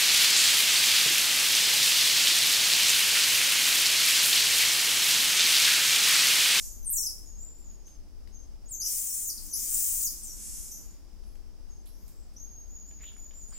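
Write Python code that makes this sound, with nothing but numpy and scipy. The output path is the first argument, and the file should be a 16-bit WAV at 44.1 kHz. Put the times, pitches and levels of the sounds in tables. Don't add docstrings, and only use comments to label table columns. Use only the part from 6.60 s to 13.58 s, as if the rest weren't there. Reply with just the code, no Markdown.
import sys
import numpy as np
from scipy import signal
from scipy.fft import rfft, irfft, next_fast_len
from scipy.io import wavfile
from scipy.ndimage import uniform_filter1d, minimum_filter1d

SR = 44100
rng = np.random.default_rng(int(sys.argv[2]) if len(sys.argv) > 2 else 0)


def linear_from_db(decibels):
    return 10 ** (np.asarray(decibels, float) / 20)


def put_to_file(sound):
    columns = np.atleast_2d(sound).T
    safe = np.clip(columns, -1, 1)
    whole_steps = np.round(safe * 32767)
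    wavfile.write(sys.argv[1], SR, whole_steps.astype(np.int16))


N = 307801

# (start [s], length [s], first pitch [Hz], last pitch [Hz], level [dB])
LEAD_IN = (.246, .05, 10200, 8250, -33)
STEADY_DB = 2.04


def level(x, db):
    return x * linear_from_db(db) / np.sqrt(np.mean(x ** 2))


def shaped(x, table):
    hz, db = np.transpose(table)
    size = next_fast_len(x.shape[-1])
    f = np.maximum(np.arange(size // 2 + 1) * SR / size, 1)
    gain = linear_from_db(np.interp(np.log(f), np.log(hz), db))
    return irfft(rfft(x, size) * gain, size)[..., :x.shape[-1]]


def band(hz, width, db=0):
    return [(max(hz - 3 * width, 5), db - 50), (max(hz - width / 2, 6), db - 0.5), (hz, db),
            (hz + width / 2, db - 1), (hz + 3 * width, db - 64.0)]


def walk(rate, size=N):
    k = max(int(SR / rate), 1)
    noise = rng.standard_normal(size + 2 * k)
    smooth = uniform_filter1d(uniform_filter1d(noise, k), k)[k:k + size]
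    return smooth * np.sqrt(1.5 * k)


def add(out, x, start, pan_db):
    i = int(start * SR)
    x = x[:N - i]
    out[:, i:i + len(x)] += x * linear_from_db(np.array([[pan_db], [-pan_db]]) / 2)


def glide(row, bend, attack_s, onset_db, fade_db, chaos):
    s, length, first_hz, last_hz, db = row
    u = np.linspace(0, 1, 24)
    slide = u ** bend if bend > 1 else 1 - (1 - u) ** (1 / bend)
    pitch_hz = first_hz + (last_hz - first_hz) * slide
    level_db = db + onset_db * np.clip(1 - u * length / attack_s, 0, 1) + fade_db * (u - .5)
    return np.transpose([s + u * length, pitch_hz, level_db, chaos + 0 * u])


def voice(rows, overtone_db, spread=.16, tear_hz=1500, wobble=0.00641, flutter_db=3.5, rasp_db=4.5, throat=None):
    # (frequency [Hz], level [dB per Hz])
    rasp_colour = [(530, -73), (900, -43), (1470, -26.5), (1880, -26), (2220, -23), (3300, -25.5),
                   (4410, -24.5), (6330, -5.5), (7860, -1), (10500, -2.5), (12400, -13.5), (14900, -1.5),
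                   (16000, -21)]
    # (frequency [Hz], gain [dB])
    short_throat = [(1000, -45), (3400, -26), (4200, -7), (5200, -1.5), (16000, -0.5)]
    s, *columns = np.transpose(rows)
    t = np.arange(s[0], s[-1], 1 / SR)
    hz, db, chaos = (uniform_filter1d(np.interp(t, s, c), size=160, mode="nearest") for c in columns)
    chaos = np.clip(chaos, 0, 1)
    shake = spread * chaos * walk(tear_hz, len(t)) + wobble * walk(145, len(t))
    hz = hz * np.clip(1 + shake, .6, 1.35)
    phase = 2 * np.pi * np.cumsum(hz) / SR
    audible = np.clip((SR / 2 - 2 * hz) / 2000, 0, 1)
    tone = np.sqrt(2) * (np.sin(phase) + linear_from_db(overtone_db) * audible * np.sin(2 * phase))
    tone = tone * linear_from_db(flutter_db * walk(166, len(t)) + 1.6 * chaos * walk(1300, len(t)))
    rasp = level(shaped(rng.standard_normal(len(t)), rasp_colour), rasp_db)
    rasp = rasp * linear_from_db(0.22 * walk(600, len(t)))
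    edge = np.clip(np.minimum(t - s[0], s[-1] - t) / 0.001, 0, 1)
    sung = np.sqrt(1 - 0.71 * chaos) * shaped(tone, throat or short_throat)
    return edge * linear_from_db(db) * (sung + chaos ** 2 * rasp)


def trees(x, direct_db, t60, wet_db, late_t60, late_db, alike=0.67):
    t = np.arange(SR * 3 // 4) / SR
    quick = linear_from_db(wet_db - 60 * t / t60) / np.sqrt(t60)
    late = linear_from_db(late_db - 60 * t / late_t60) / np.sqrt(late_t60)
    tail = (quick + late) * np.clip(t / 0.0017, 0, 1) * np.sqrt(np.log(1e6) / SR)
    both, each = rng.standard_normal(len(t)), rng.standard_normal((2, len(t)))
    scatter = np.sqrt(alike) * both + np.sqrt(1 - alike) * each
    echo = shaped(scatter * tail, [(1500, -8), (4500, 0), (9000, 0), (16000, 2)])
    return linear_from_db(direct_db) * x + signal.oaconvolve(x, echo, axes=1)[:, :N]


def far_monkeys():
    # (time [s], pitch [Hz], level [dB], chaos [0-1])
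    screams = [
        [(0, 6750, -40, 0.86), (.06, 6660, -41, 0.62), (.13, 6740, -50.5, 0.25), (.20, 6270, -60, 0.3),
         (.25, 6140, -51, .09)],
        [(3.50, 6550, -43.5, 0.87), (3.62, 6670, -48, .83), (3.73, 6580, -46, 0.76), (3.82, 6750, -43.5, 1),
         (3.98, 6930, -42, .82), (4.08, 6680, -44, 0.81), (4.125, 6200, -41.5, 0.262), (4.19, 6150, -52, .7),
         (4.32, 6080, -89, 0.91)],
    ]
    # (start [s], length [s], first pitch [Hz], last pitch [Hz], level [dB])
    sweeps = [
        (4.63, .13, 10500, 11600, -69.5),
        (5.27, .37, 5100, 7900, -67),
        (5.26, .34, 10100, 15000, -65),
    ]
    far = np.zeros((2, N))
    for row in sweeps:
        rows = glide(row, bend=0.7, attack_s=0.018, onset_db=3, fade_db=0, chaos=0.363)
        add(far, voice(rows, overtone_db=-29), row[0], pan_db=4.5)
    for rows in screams:
        add(far, voice(rows, overtone_db=-2), rows[0][0], pan_db=0.4)
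    far = shaped(far, [(1000, 2.0), (4000, 3), (6000, -0.5), (13500, -3.0), (14600, -18), (15800, -28)])
    return trees(far, direct_db=-5.5, t60=0.35, wet_db=-4.0, late_t60=0.7, late_db=-11, alike=0.2)


def pair(table, db):
    # (frequency [Hz], side minus mid [dB])
    side_colour = [(60, 6), (110, -12.5), (200, -1.5), (380, -3.5), (700, -5.5), (1290, -5.5), (2380, -2.5),
                   (4400, -3), (8120, -1.5), (15000, 1)]
    mid, side = shaped(rng.standard_normal((2, N)), table)
    side = shaped(side, side_colour)
    return np.array([mid + side, mid - side]) * linear_from_db(db) / np.std(mid)


def forest():
    # (frequency [Hz], level [dB per Hz])
    wind_colour = [(11, -39), (18, 5), (50, -6), (67, -8.5), (130, -25.5), (151, -24.5), (210, -19),
                   (247, -23.5), (301, -22.5), (483, -29.5), (900, -35), (1170, -51.5), (1980, -120)]
    # (time [s], level [dB])
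    gusts = [(0, 3), (2.2, 1), (2.45, -5.5), (3.2, 0.5), (4.7, 1.4), (6.1, -0.5), (6.39, 1), (6.42, 8),
             (6.46, -2), (6.98, 0.5)]
    # (frequency [Hz], level [dB per Hz])
    leaf_colour = [(530, -7.5), (900, -10.5), (1000, -3), (1260, -4.5), (1540, -7), (2650, -10),
                   (3290, -10), (4230, -11), (5060, 1), (6830, -9.5), (15800, -16.5)]
    # (frequency [Hz], width [Hz], level [dB])
    drone_modes = [(210, 16, -3), (300.5, 16.4, -8)]
    # (time [s], nearness [0-1])
    passing = [(0, 0.3), (2.4, 0.14), (2.85, 0.95), (3.4, 0.73), (3.8, 0.93), (4.4, 0.58), (4.9, 0.19),
               (6.98, 0.32)]
    t = np.arange(N) / SR
    nearness = np.interp(t, *np.transpose(passing))

    wind = pair(wind_colour, -51.5)
    rumble = shaped(wind, [(110, 0.5), (200, -13)])
    gust = linear_from_db(np.interp(t, *np.transpose(gusts)))
    lean = linear_from_db(np.array([[2.5], [-2.5]]))
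    wind = wind + rumble * (gust * lean - 1)

    leaves = pair(leaf_colour, -66) * linear_from_db(6 * (nearness - 0.56) + .5 * walk(21))

    drone = sum(shaped(rng.standard_normal(N), band(*mode)) for mode in drone_modes)
    drone_db, drone_range_db = -51.5, 23
    drone = level(drone, -11.5) * linear_from_db(drone_db + drone_range_db * (nearness - 1))
    return wind + leaves + drone * linear_from_db(np.array([[-1.5], [1.5]]))


def trill(chaos=0.035):
    # (top time [s], top pitch [Hz], bottom pitch [Hz], level of the flick and at the start of the fall
    # [dB], level the fall settles to near its bottom [dB])
    strokes = [
        (0.308, 14020, 6590, -29, -30.5),
        (.351, 8450, 5510, -30.5, -27),
        (.397, 9670, 5170, -29, -32),
        (.444, 6380, 5126, -34, -27.5),
    ]
    flick_s, top_s, fall_s = .013, 0.0035, .03
    rows = [glide(LEAD_IN, bend=.33, attack_s=0.017, onset_db=-11, fade_db=5.0, chaos=chaos)]
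    for s, top_hz, bottom_hz, top_db, bottom_db in strokes:
        last_hz = rows[-1][-1, 1]
        flick = (s - flick_s, flick_s, last_hz, top_hz, top_db)
        fall = (s + top_s, fall_s, top_hz, bottom_hz, bottom_db)
        rows += [glide(flick, bend=.9, attack_s=flick_s, onset_db=-3.5, fade_db=-4, chaos=chaos),
                 glide(fall, bend=0.65, attack_s=0.023, onset_db=top_db - bottom_db, fade_db=0, chaos=chaos)]
    rows = np.vstack(rows)
    rows[:, 0] = np.maximum.accumulate(rows[:, 0])
    return rows


def near_monkeys():
    # (start [s], length [s], first pitch [Hz], last pitch [Hz], level [dB])
    hooks = [(2.084, 0.02, 7500, 9700, -46.5), (2.108, 0.047, 7900, 6170, -35.5),
             (2.152, .044, 6200, 6810, -42), (2.197, .028, 6870, 5810, -32), (2.485, .022, 6490, 5520, -41),
             (2.772, 0.016, 6010, 4050, -38.5), (3.628, .03, 9100, 7000, -40),
             (3.662, .05, 6520, 5630, -45), (6.825, 0.04, 9800, 7100, -65),
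             (6.878, .044, 11000, 6950, -58.5), (6.924, .022, 5270, 4060, -56),
             (0.476, .014, 5250, 4450, -48)]
    dives = [
        (2.662, 0.044, 7230, 4310, -33),
        (3.428, .05, 6970, 4500, -30.5),
    ]
    whines = [
        (2.50, .25, 9530, 8900, -41.5),
        (4.13, 0.19, 6930, 6890, -54.5),
    ]
    squeals = [
        (2.272, 0.27, 7250, 7600, -54),
        (2.928, 0.032, 4340, 6020, -48),
        (3.101, .33, 7600, 7440, -47),
    ]
    croaks = [
        (6.385, .11, 1800, 3500, -57),
        (6.915, .065, 1360, 3270, -58.5),
        (2.225, 0.039, 1600, 3600, -57.5),
    ]
    # (time [s], pitch [Hz], level [dB], chaos [0-1])
    screams = [
        [(2.208, 4770, -41.5, 0.03), (2.225, 5120, -37, 0.01), (2.250, 6100, -30, 0.32),
         (2.275, 6200, -31.5, 0.62), (2.31, 6870, -36, 0.92), (2.36, 7900, -38, 0.99), (2.50, 7960, -35, 0.61),
         (2.62, 7440, -37, 0.76), (2.67, 6660, -37.5, .42)],
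        [(2.74, 6620, -52, 0.85), (2.85, 6370, -49.5, 0.94), (2.93, 6050, -41, 0.18), (2.97, 6230, -35, 0.62),
         (3.06, 6960, -37, 0.89), (3.16, 7480, -32.5, 0.8), (3.30, 7420, -34, 0.86), (3.40, 7390, -36, 0.81),
         (3.44, 7030, -32.5, .8)],
    ]
    near = np.zeros((2, N))
    add(near, voice(trill(), overtone_db=-7.0, flutter_db=STEADY_DB), LEAD_IN[0], pan_db=2.0)
    for row in hooks:
        rows = glide(row, bend=.7, attack_s=.01, onset_db=-2.5, fade_db=2, chaos=0.016)
        add(near, voice(rows, overtone_db=-12, flutter_db=STEADY_DB), row[0], pan_db=3.5)
    for row in dives:
        rows = glide(row, bend=2.5, attack_s=.02, onset_db=-19, fade_db=-11, chaos=.01)
        add(near, voice(rows, overtone_db=-2.5, flutter_db=STEADY_DB), row[0], pan_db=1.0)
    for row in whines:
        rows = glide(row, bend=.8, attack_s=0.026, onset_db=-11, fade_db=-7, chaos=0.199)
        add(near, voice(rows, overtone_db=-31), row[0], pan_db=-1.0)
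    for row in squeals:
        rows = glide(row, bend=0.74, attack_s=.02, onset_db=1, fade_db=3.0, chaos=0.183)
        add(near, voice(rows, overtone_db=9), row[0], pan_db=3.1)
    for rows in screams:
        add(near, voice(rows, overtone_db=-6), rows[0][0], pan_db=3.1)
    open_throat = [(600, 14), (2000, 0.5), (3600, 4.0), (6000, -17)]
    for row in croaks:
        rows = glide(row, bend=1.2, attack_s=0.061, onset_db=-11, fade_db=-3.5, chaos=0.593)
        croak = voice(rows, overtone_db=-8, spread=0.29, rasp_db=-44, throat=open_throat)
        add(near, croak, row[0], pan_db=.3)
    return trees(near, direct_db=-3.5, t60=0.21, wet_db=-4, late_t60=0.58, late_db=-6.5, alike=0.18)


def whistlers():
    # (start [s], length [s], first pitch [Hz], last pitch [Hz], level [dB])
    whistles = [(.65, 0.14, 6730, 6550, -51.5), (0.773, .19, 7250, 7140, -47), (.975, 0.1, 7330, 7150, -55),
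                (1.03, 0.2, 6910, 6570, -58), (1.26, .09, 6650, 6200, -56.5),
                (1.725, 0.131, 6680, 6290, -56), (2.055, 0.041, 6640, 6650, -50.5),
                (5.09, 0.12, 6600, 6360, -60), (5.785, .115, 6530, 6540, -44.5),
                (5.90, 0.21, 6530, 6490, -51), (6.095, 0.16, 6960, 6660, -49), (6.25, .15, 7000, 6700, -48),
                (6.405, .165, 7000, 6886, -46), (6.574, 0.14, 6970, 6810, -46.5),
                (6.734, 0.17, 7160, 6834, -45.5), (6.925, 0.068, 7220, 7220, -41.5)]
    # (start [s], length [s], first pitch [Hz], last pitch [Hz], level [dB])
    scoops = [
        (1.235, .06, 5750, 6430, -62),
        (1.72, .05, 6020, 6420, -59),
        (5.76, .045, 5850, 6430, -57.5),
    ]
    out = np.zeros((2, N))
    for row in whistles:
        softer = np.add(row, (0, 0, 1, 0, -6))
        rows = glide(softer, bend=0.608, attack_s=.015, onset_db=-13.5, fade_db=-14, chaos=0)
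        add(out, voice(rows, overtone_db=-22.0, wobble=0.01187, flutter_db=3.5), row[0], pan_db=.4)
    for row in scoops:
        rows = glide(row, bend=.55, attack_s=.012, onset_db=-7, fade_db=0.0, chaos=.12)
        add(out, voice(rows, overtone_db=-22, wobble=0.0244, flutter_db=6.0), row[0], pan_db=.4)
    return trees(out, direct_db=-4.0, t60=0.19, wet_db=-1.0, late_t60=0.45, late_db=-4.5, alike=0.26)


def twigs():
    # (time [s], peak level [dB], centre [Hz], width [Hz], left minus right [dB])
    snaps = [(.835, -66, 2050, 1470, 9), (1.109, -66, 3520, 2500, 2), (1.281, -57.5, 3030, 3000, 1),
             (1.674, -57, 3300, 3000, 15), (1.676, -60, 8900, 6000, 5), (4.636, -59, 5040, 5000, -3),
             (4.755, -58.5, 5060, 6000, 0), (5.273, -50.5, 11900, 2500, -8), (5.480, -49, 11100, 6500, -7),
             (5.490, -67, 14000, 2000, 3), (6.310, -62.5, 2700, 1200, -11), (6.518, -59, 1200, 990, 0),
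             (6.519, -61, 10600, 1500, 0), (6.565, -55.5, 1960, 1200, -8), (6.567, -58, 9600, 1500, 0),
             (6.710, -58.5, 2950, 1200, 14)]
    # (time [s], peak level [dB], centre [Hz], width [Hz], left minus right [dB])
    rustles = [
        (.984, -63, 10800, 3020, -5),
        (1.119, -66, 11200, 3000, -1),
        (1.27, -59, 10900, 3550, 1),
        (5.262, -64, 3900, 1200, -8),
        (5.257, -59, 10200, 3000, -13),
        (5.736, -64, 10000, 4000, 1),
    ]
    out = np.zeros((2, N))
    t = np.arange(SR // 5) / SR
    for rows, t60 in ((snaps, 0.017), (rustles, 0.11)):
        for s, db, hz, width, pan_db in rows:
            burst = rng.standard_normal(len(t)) * linear_from_db(-60 * t / t60)
            crack = shaped(burst, band(hz, width))
            add(out, linear_from_db(db) * crack / np.abs(crack).max(), s, pan_db)
    return trees(out, direct_db=5.0, t60=0.42, wet_db=4, late_t60=0.22, late_db=-2)


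def scene():
    return far_monkeys() + forest() + near_monkeys() + whistlers() + twigs()


def masked(x, near_db=-28, top_db=-25.5, top_hz=14200, count=95):
    f, _, z = signal.stft(x, SR, nperseg=2048)
    power = np.mean(np.abs(z) ** 2, axis=0)
    bands = uniform_filter1d(power, size=17, axis=0)
    calls = bands * (f[:, None] > 4000)
    below = -minimum_filter1d(-calls, size=count, axis=0, origin=(count - 1) // 2)
    loudest = np.max(bands[f > 4000], axis=0)
    hidden_near = bands < below * linear_from_db(2 * near_db)
    hidden_top = (f[:, None] > top_hz) & (bands < loudest * linear_from_db(2 * top_db))
    return signal.istft(z * ~(hidden_near | hidden_top), SR, nperseg=2048)[1][:, :N]


def top_cut(x):
    return signal.sosfilt(signal.butter(12, 16460, fs=SR, output="sos"), x)


def record(dry):
    low_pass = signal.ellip(10, .2, 80, 15800, fs=SR, output="sos")
    finished = masked(signal.sosfilt(low_pass, dry))
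    return top_cut(finished)


dry = scene()
out = record(dry)
put_to_file(out)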